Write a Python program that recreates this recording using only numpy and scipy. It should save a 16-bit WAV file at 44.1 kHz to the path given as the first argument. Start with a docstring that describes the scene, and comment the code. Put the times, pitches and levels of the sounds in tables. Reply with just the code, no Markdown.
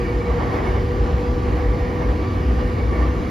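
"""Inside a commuter train

The train runs at a nearly steady speed. Low-pitched noise and short deep tones make the car body boom and jolt.
Noise swells make the wheels roar on the rails; narrow noise bands let them ring, and short tones squeal.
The motors hum in sine tones at multiples of a slightly rising shaft speed; the strongest one fades late on.
A soft gear drone comes up midway, and the hiss of ventilation and rolling lies behind it all."""
import sys
import numpy as np
from scipy import signal
from scipy.fft import rfft, irfft, next_fast_len
from scipy.io import wavfile
from scipy.ndimage import uniform_filter1d, map_coordinates

SR = 44100
rng = np.random.default_rng(int(sys.argv[2]) if len(sys.argv) > 2 else 0)


def waveform_to_disk(signal):
    """Save audio, clipped to [-1, 1], as 16-bit WAV at the path in sys.argv[1]."""
    frames = np.transpose(np.atleast_2d(signal))
    scaled = np.clip(frames, -1, 1) * 32767
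    samples = np.round(scaled).astype(np.int16)
    wavfile.write(sys.argv[1], SR, samples)


N = 145530  # samples, 3.3 s


def amp(db):
    """Turn decibels into a gain."""
    return 10 ** (np.asarray(db) / 20)


def unit(x):
    """Scale x to an rms (average strength) of 1."""
    return x / np.sqrt(np.mean(x ** 2) + 1e-20)


def along(points, hz):
    """Read a table of (pitch_hz, value) at any pitch, on a log pitch axis."""
    table_hz, values = np.transpose(points)
    return np.interp(np.log(hz + 1), np.log(table_hz + 1), values)


def curve(rows):
    """Join the points of a (time_s, value) table into one value per sample."""
    return np.interp(np.arange(N) / SR, *np.transpose(rows))


def swell(centre_s, half_s):
    """A smooth bell-shaped rise and fall around one moment."""
    return np.exp(-((np.arange(N) / SR - centre_s) / half_s) ** 2)


def wobble(rate_hz):
    """A smooth random curve through rate_hz random points a second."""
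    return map_coordinates(rng.standard_normal(400), [np.arange(N) * rate_hz / SR], mode="mirror")


def filtered(x, response):
    """Multiply the spectrum of x by a response that depends on frequency."""
    size = next_fast_len(N + 8192)
    spectrum = rfft(x, size) * response(np.fft.rfftfreq(size, 1 / SR))
    return irfft(spectrum, size)[..., :N]


def shaped(spectrum):
    """The smooth response drawn by a (pitch_hz, level_db) table."""
    return lambda hz: amp(along(spectrum, hz))


def ringing(modes):
    """The response of (pitch_hz, width_hz, level_db) resonances, each applied twice for steep sides."""
    def response(hz):
        total = 0
        for centre, width, db in modes:
            damping = (hz * width) ** 2
            total = total + amp(db) * damping / ((centre * centre - hz * hz) ** 2 + damping)
        return total
    return response


# how alike left and right are at each pitch, limited to -1 (opposite) .. 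1 (same): pitch_hz, likeness
EAR_LIKENESS = [(35, 0.95), (80, 1), (250, 0.9), (500, 0.81), (620, 0.55), (790, 0.35), (900, 0.2),
                (1150, -0.21), (1550, -0.3), (1800, 0.61), (2300, .87), (3500, 1), (5000, 1), (6200, 0.47),
                (8000, -1.04), (12000, 0.73)]


def rush(response, patchy_db):
    """Stereo noise of rms 1, with random louder and softer patches in time and pitch."""
    cells = signal.stft(rng.standard_normal((2, N)), nperseg=1024)[2]
    patches = rng.standard_normal(cells.shape[1:])
    patches = uniform_filter1d(patches, size=6, axis=0)  # blur over pitch
    patches = uniform_filter1d(patches, size=10, axis=1)  # blur over time
    pair = signal.istft(cells * amp(patchy_db * unit(patches)), nperseg=1024)[1][:, :N]

    def mid_side(hz):
        angle = np.arccos(np.clip(along(EAR_LIKENESS, hz), -1, 1)) / 2
        return response(hz) * np.array([np.cos(angle), np.sin(angle)])

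    mid, side = filtered(pair, mid_side)
    return unit(np.array([mid + side, mid - side]))


def evened(x, size):
    """Take out the swells of x, as averaged twice over size samples."""
    power = uniform_filter1d(uniform_filter1d(np.mean(x ** 2, axis=0), size), size)
    return x / np.sqrt(np.abs(power) + 1e-9)


def tone(hz, db, flutter_db, drift, spread):
    """A sine of wavering level and phase (drift and spread in radians), a little different at each ear."""
    phase = 2 * np.pi * (np.cumsum(hz) / SR + rng.random()) + drift * wobble(9)
    apart = spread * wobble(2.7) * np.array([[1], [-1]])
    return np.sqrt(2) * amp(db + flutter_db * wobble(11)) * np.sin(phase + apart)


# stretches of rough rail: centre_s, half_length_s, rise_db
ROUGH_TRACK = [(0.31, 0.046, 5), (0.42, 0.063, 8.2), (.56, 0.071, 10), (0.675, 0.048, 8), (0.76, 0.041, 7),
               (1.075, 0.081, 3.5), (1.238, 0.048, 2.5), (1.492, 0.043, 3), (1.577, 0.029, 4),
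               (1.89, 0.037, 1), (2.02, .03, 5.5), (2.109, 0.029, 5.5), (2.594, 0.057, 4), (2.81, 0.03, 4),
               (3.01, 0.09, 5)]


def roughness_db():
    """Rise in rolling noise as the wheels cross rough stretches of rail."""
    return sum(db * swell(centre, half) for centre, half, db in ROUGH_TRACK)


# colour of the low rumble: pitch_hz, relative_level_db
RUMBLE_SPECTRUM = [(15, -45), (28, -28), (40, -9.5), (54, -1.5), (68, -1.5), (88, -5), (115, -8.5),
                   (150, -37), (300, -95)]
# loudness of the rumble: time_s, level_db
RUMBLE_LEVEL = [(0, -24), (.25, -27), (.4, -23.5), (.58, -24.5), (.76, -18.5), (.92, -23.5), (1.1, -22),
                (1.23, -25.5), (1.55, -20), (1.97, -25.5), (2.2, -21.5), (2.28, -23.5), (2.38, -20),
                (2.6, -24.5), (2.75, -22), (3.1, -23.5), (3.3, -27)]
# jolts that make the car body boom: centre_s, half_length_s, pitch_hz, level_db
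JOLTS = [(0.17, 0.044, 59.7, -21.5), (.32, 0.023, 60.45, -15), (0.639, 0.052, 60, -19),
         (1.018, 0.027, 55, -14.5), (1.149, 0.028, 62, -14), (1.285, .025, 65.4, -17),
         (1.35, 0.024, 48, -21.5), (1.532, .035, 58, -21), (1.61, .025, 59.6, -19), (1.69, .028, 53, -16),
         (1.837, 0.018, 54.85, -17), (2.093, 0.031, 57, -16.5), (2.527, 0.082, 60.85, -17.5),
         (2.669, 0.036, 51.8, -19), (2.895, 0.065, 61, -21), (3.05, 0.14, 61, -19.5)]
# colour of the droning floor and wall panels: pitch_hz, relative_level_db
PANEL_SPECTRUM = [(60, -49), (125, -1.5), (165, 3), (212, -1), (255, -1.5), (280, 0.5), (305, 2),
                  (340, -0.5), (395, -0.5), (420, -5.5), (462, -1.5), (495, -6.5), (555, -11.5), (620, -27),
                  (1200, -80)]
# resonance of one ringing panel: pitch_hz, width_hz, relative_level_db
PANEL_MODE = [(391, 22, 0)]
# loudness of that ringing: time_s, level_db
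PANEL_RING_LEVEL = [(0, -58), (.4, -45), (.62, -33), (.78, -41.5), (.93, -36), (1.2, -45), (3.3, -59.5)]
PANELS_DB = -27.5  # panel drone on smooth rail


def car_body():
    """The body rumbles and booms with each jolt; floor and wall panels drone, and one of them rings."""
    rumble = evened(rush(shaped(RUMBLE_SPECTRUM), patchy_db=1.5), size=1500) * amp(curve(RUMBLE_LEVEL))
    jolts = 0
    for centre, half, hz, db in JOLTS:
        boom = tone(np.full(N, hz), db, flutter_db=0.5, drift=0.03, spread=0.01)
        jolts = jolts + swell(centre, half) * boom
    drone = evened(rush(shaped(PANEL_SPECTRUM), patchy_db=1.3), size=4000)
    panels = drone * amp(PANELS_DB + 0.12 * roughness_db())  # rough rail lifts them only a little
    ring = evened(rush(ringing(PANEL_MODE), patchy_db=4), size=4000) * amp(curve(PANEL_RING_LEVEL))
    return rumble + jolts + panels + ring


# colour of the rolling roar: pitch_hz, relative_level_db
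ROAR_SPECTRUM = [(200, -39), (450, 3), (620, 1.5), (760, 2.5), (880, 0), (1150, 1), (1300, -5), (1450, -9),
                 (2000, -11.5), (2600, -22), (3500, -26), (6000, -38.5), (12000, -81)]
# pitches at which the wheels ring: pitch_hz, width_hz, relative_level_db
WHEEL_MODES = [(1160.4, 65, 1), (1830, 130, -8.5), (2260, 120, -11), (2843, 80, -17), (4670, 83, -24)]
# loudness of that ringing: time_s, level_db
WHEEL_RING_LEVEL = [(0, -36), (.6, -44.5), (.9, -40.5), (1.6, -40.5), (2.3, -41), (2.7, -40), (3.0, -39),
                    (3.3, -44.5)]
ROAR_DB = -35  # roar on smooth rail


def wheels():
    """Rolling roar swells on rough rail, and the wheels ring in a few narrow modes."""
    roar_db = ROAR_DB + roughness_db() + 1.08 * wobble(35.11)
    roar = rush(shaped(ROAR_SPECTRUM), patchy_db=0.5) * amp(roar_db)
    ring = evened(rush(ringing(WHEEL_MODES), patchy_db=3), size=3000) * amp(curve(WHEEL_RING_LEVEL))
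    return roar + ring


# brief squeals of a wheel rim (flange) on the rail: centre_s, half_length_s, pitch_hz, level_db
SQUEALS = [(0.22, 0.02, 2290, -40.5), (0.27, 0.024, 2240, -41), (0.432, .025, 2190, -43.5),
           (0.466, 0.086, 1142, -37), (.49, 0.029, 1844, -41), (.535, .025, 2210, -41),
           (.67, .02, 2205, -37.5), (.775, 0.016, 2210, -41), (1.726, .1, 1155, -45),
           (1.843, .05, 1850, -44.5), (2.037, 0.03, 2170, -40), (2.285, .1, 1155, -38.5),
           (2.29, .04, 4570, -52), (2.615, 0.06, 1820, -42.5), (2.8, 0.027, 2230, -39.5),
           (2.948, 0.032, 2240, -40), (2.954, 0.083, 1149, -39), (3.01, 0.036, 1820, -40.5),
           (3.05, 0.11, 1170, -36)]
SQUEAL_WANDER, SQUEAL_FLUTTER_DB = 0.0038, 2.7  # unsteadiness of pitch (as a fraction) and of level
GRIT_DB, GRIT_WIDTH = -6, 0.1  # full friction noise, and its random points per cycle of the squeal
GRIT_FULL_HZ = 2200  # squeals below this pitch are cleaner


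def flanges():
    """Each rub of a flange makes one wheel mode sing unsteadily, with a gritty edge."""
    t = np.arange(N) / SR
    swaying_time = np.cumsum(1 + SQUEAL_WANDER * wobble(70)) / SR
    flutter = amp(SQUEAL_FLUTTER_DB * wobble(60))
    knots = rng.standard_normal((2, 4000))
    knot_index = np.arange(4000)
    out = np.zeros(N)
    for centre, half, hz, db in SQUEALS:
        phase = 2 * np.pi * (hz * swaying_time + rng.random())
        grit = amp(GRIT_DB) * min(hz / GRIT_FULL_HZ, 1)
        position = t * hz * GRIT_WIDTH
        # random changes of the sine and of its cosine blur the tone into a narrow noise
        rough_sine = grit * np.interp(position, knot_index, knots[0])
        rough_cosine = grit * np.interp(position, knot_index, knots[1])
        voice = (1 + rough_sine) * np.sin(phase) + rough_cosine * np.cos(phase)
        out += amp(db) * swell(centre, half) * voice
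    return out * flutter


# motor shaft speed: time_s, turns_per_second_hz
SHAFT = [(0, 60.6), (.45, 60.7), (.6, 61.5), (.8, 60.9), (1.2, 61.0), (1.45, 61.3), (2.0, 61.4),
         (2.3, 61.65), (3.3, 61.75)]
# steady motor notes: multiple_of_shaft_speed, start_level_db, end_level_db
ORDERS = [(2, -34.5, -40), (4, -36, -35.5), (5, -46.5, -36.5), (6, -33, -56.5), (11, -48.5, -64)]
# loudness of the main hum, eight times the shaft speed: time_s, level_db
HUM_LEVEL = [(0, -35.5), (.3, -28.5), (.62, -36.5), (.92, -30), (1.5, -32), (2.1, -30), (2.33, -39.5),
             (2.5, -34.5), (3.15, -34.5), (3.3, -37.5)]
# loudness of a second, slightly slower motor: time_s, level_db
SECOND_MOTOR_LEVEL = [(0, -37), (.4, -30.5), (.65, -42), (1.4, -38), (2.05, -41.5), (2.4, -50), (3.3, -57)]
# loudness of the whine an octave above the hum: time_s, level_db
WHINE_LEVEL = [(0, -63), (.9, -50), (1.5, -47), (2.05, -45), (2.3, -46), (2.55, -56)]
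SECOND_LAG_HZ = 11  # how far the second motor's note lies below the hum


def motors():
    """Multiples of the shaft speed sound as tones; a slower second motor beats with the main note."""
    shaft_hz = curve(SHAFT)
    hum_hz = 8 * shaft_hz
    orders = 0
    for multiple, start_db, end_db in ORDERS:
        level_db = np.linspace(start_db, end_db, N)
        orders = orders + tone(multiple * shaft_hz, level_db, flutter_db=2, drift=0.16, spread=0.1)
    hum = tone(hum_hz, curve(HUM_LEVEL), flutter_db=0.7, drift=0.03, spread=0.15)
    second_hz = hum_hz - SECOND_LAG_HZ
    second = tone(second_hz, curve(SECOND_MOTOR_LEVEL), flutter_db=2, drift=0.3, spread=0.2)
    whine = tone(2 * hum_hz, curve(WHINE_LEVEL), flutter_db=0.8, drift=0.04, spread=0.3)
    return orders + hum + second + whine


# resonance of the gear drone: pitch_hz, width_hz, relative_level_db
GEAR_MODE = [(788, 53, 0)]
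# loudness of the gear drone: time_s, level_db
GEAR_LEVEL = [(0, -45), (.9, -48), (1.1, -40), (1.6, -42.5), (1.9, -42), (2.3, -48.5), (3.3, -54)]


def gear():
    """Noise through one resonance: a blurred drone of the gearing that comes up midway."""
    return evened(rush(ringing(GEAR_MODE), patchy_db=-1.5), size=3000) * amp(curve(GEAR_LEVEL))


# colour of the hiss: pitch_hz, relative_level_db
HISS_SPECTRUM = [(500, -6.5), (1300, 9), (1560, 10.5), (1850, 9), (2250, 7.5), (2600, 2), (2950, 3),
                 (3400, -1.5), (4700, -3.5), (5500, -7.5), (6400, -11), (7400, -9.5), (8400, -20),
                 (14000, -53)]
# colour of the faint high fizz: pitch_hz, relative_level_db
FIZZ_SPECTRUM = [(3000, -21.5), (6000, 7), (8300, -21.5), (9600, 5), (11000, 0.5), (13000, -2.5),
                 (14200, -5)]
# moments when the fizz rises: centre_s, half_length_s, rise_db
FIZZ_SWELLS = [(.43, 0.074, 0), (.56, .03, 3.5), (0.673, .06, 4), (1.196, .025, 3.5)]
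HISS_DB, FIZZ_DB = -41, -60  # levels before any rise
HISS_ROUGH_SHARE = 0.18  # how much the hiss follows the rough track


def air():
    """Hiss of ventilation and rolling, a little stronger on rough rail, under a faint high fizz."""
    hiss_db = HISS_DB + HISS_ROUGH_SHARE * roughness_db() + 0.16 * wobble(13)
    hiss = rush(shaped(HISS_SPECTRUM), patchy_db=1.55) * amp(hiss_db)
    rise_db = sum(db * swell(centre, half) for centre, half, db in FIZZ_SWELLS)
    fizz = rush(shaped(FIZZ_SPECTRUM), patchy_db=2.5) * amp(FIZZ_DB + rise_db)
    return hiss + fizz


# balance between the ears: pitch_hz, left_minus_right_db
LEAN = [(60, 0.6), (130, -0.3), (350, 0.3), (900, 0), (1300, -3), (1700, -6.5), (2200, -3.5), (3200, 0)]


def scene():
    """Everything in the car; the upper mids come more from the right."""
    car = car_body() + wheels() + flanges() + motors() + gear() + air()
    halves = np.array([[0.5], [-0.5]])  # each ear takes half of the difference
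    return filtered(car, lambda hz: amp(along(LEAN, hz) * halves))


TOP_HZ = 14300


def record(dry):
    """The recorder keeps nothing above its band limit."""
    return filtered(dry, lambda hz: hz < TOP_HZ)


dry = scene()
out = record(dry)
waveform_to_disk(out)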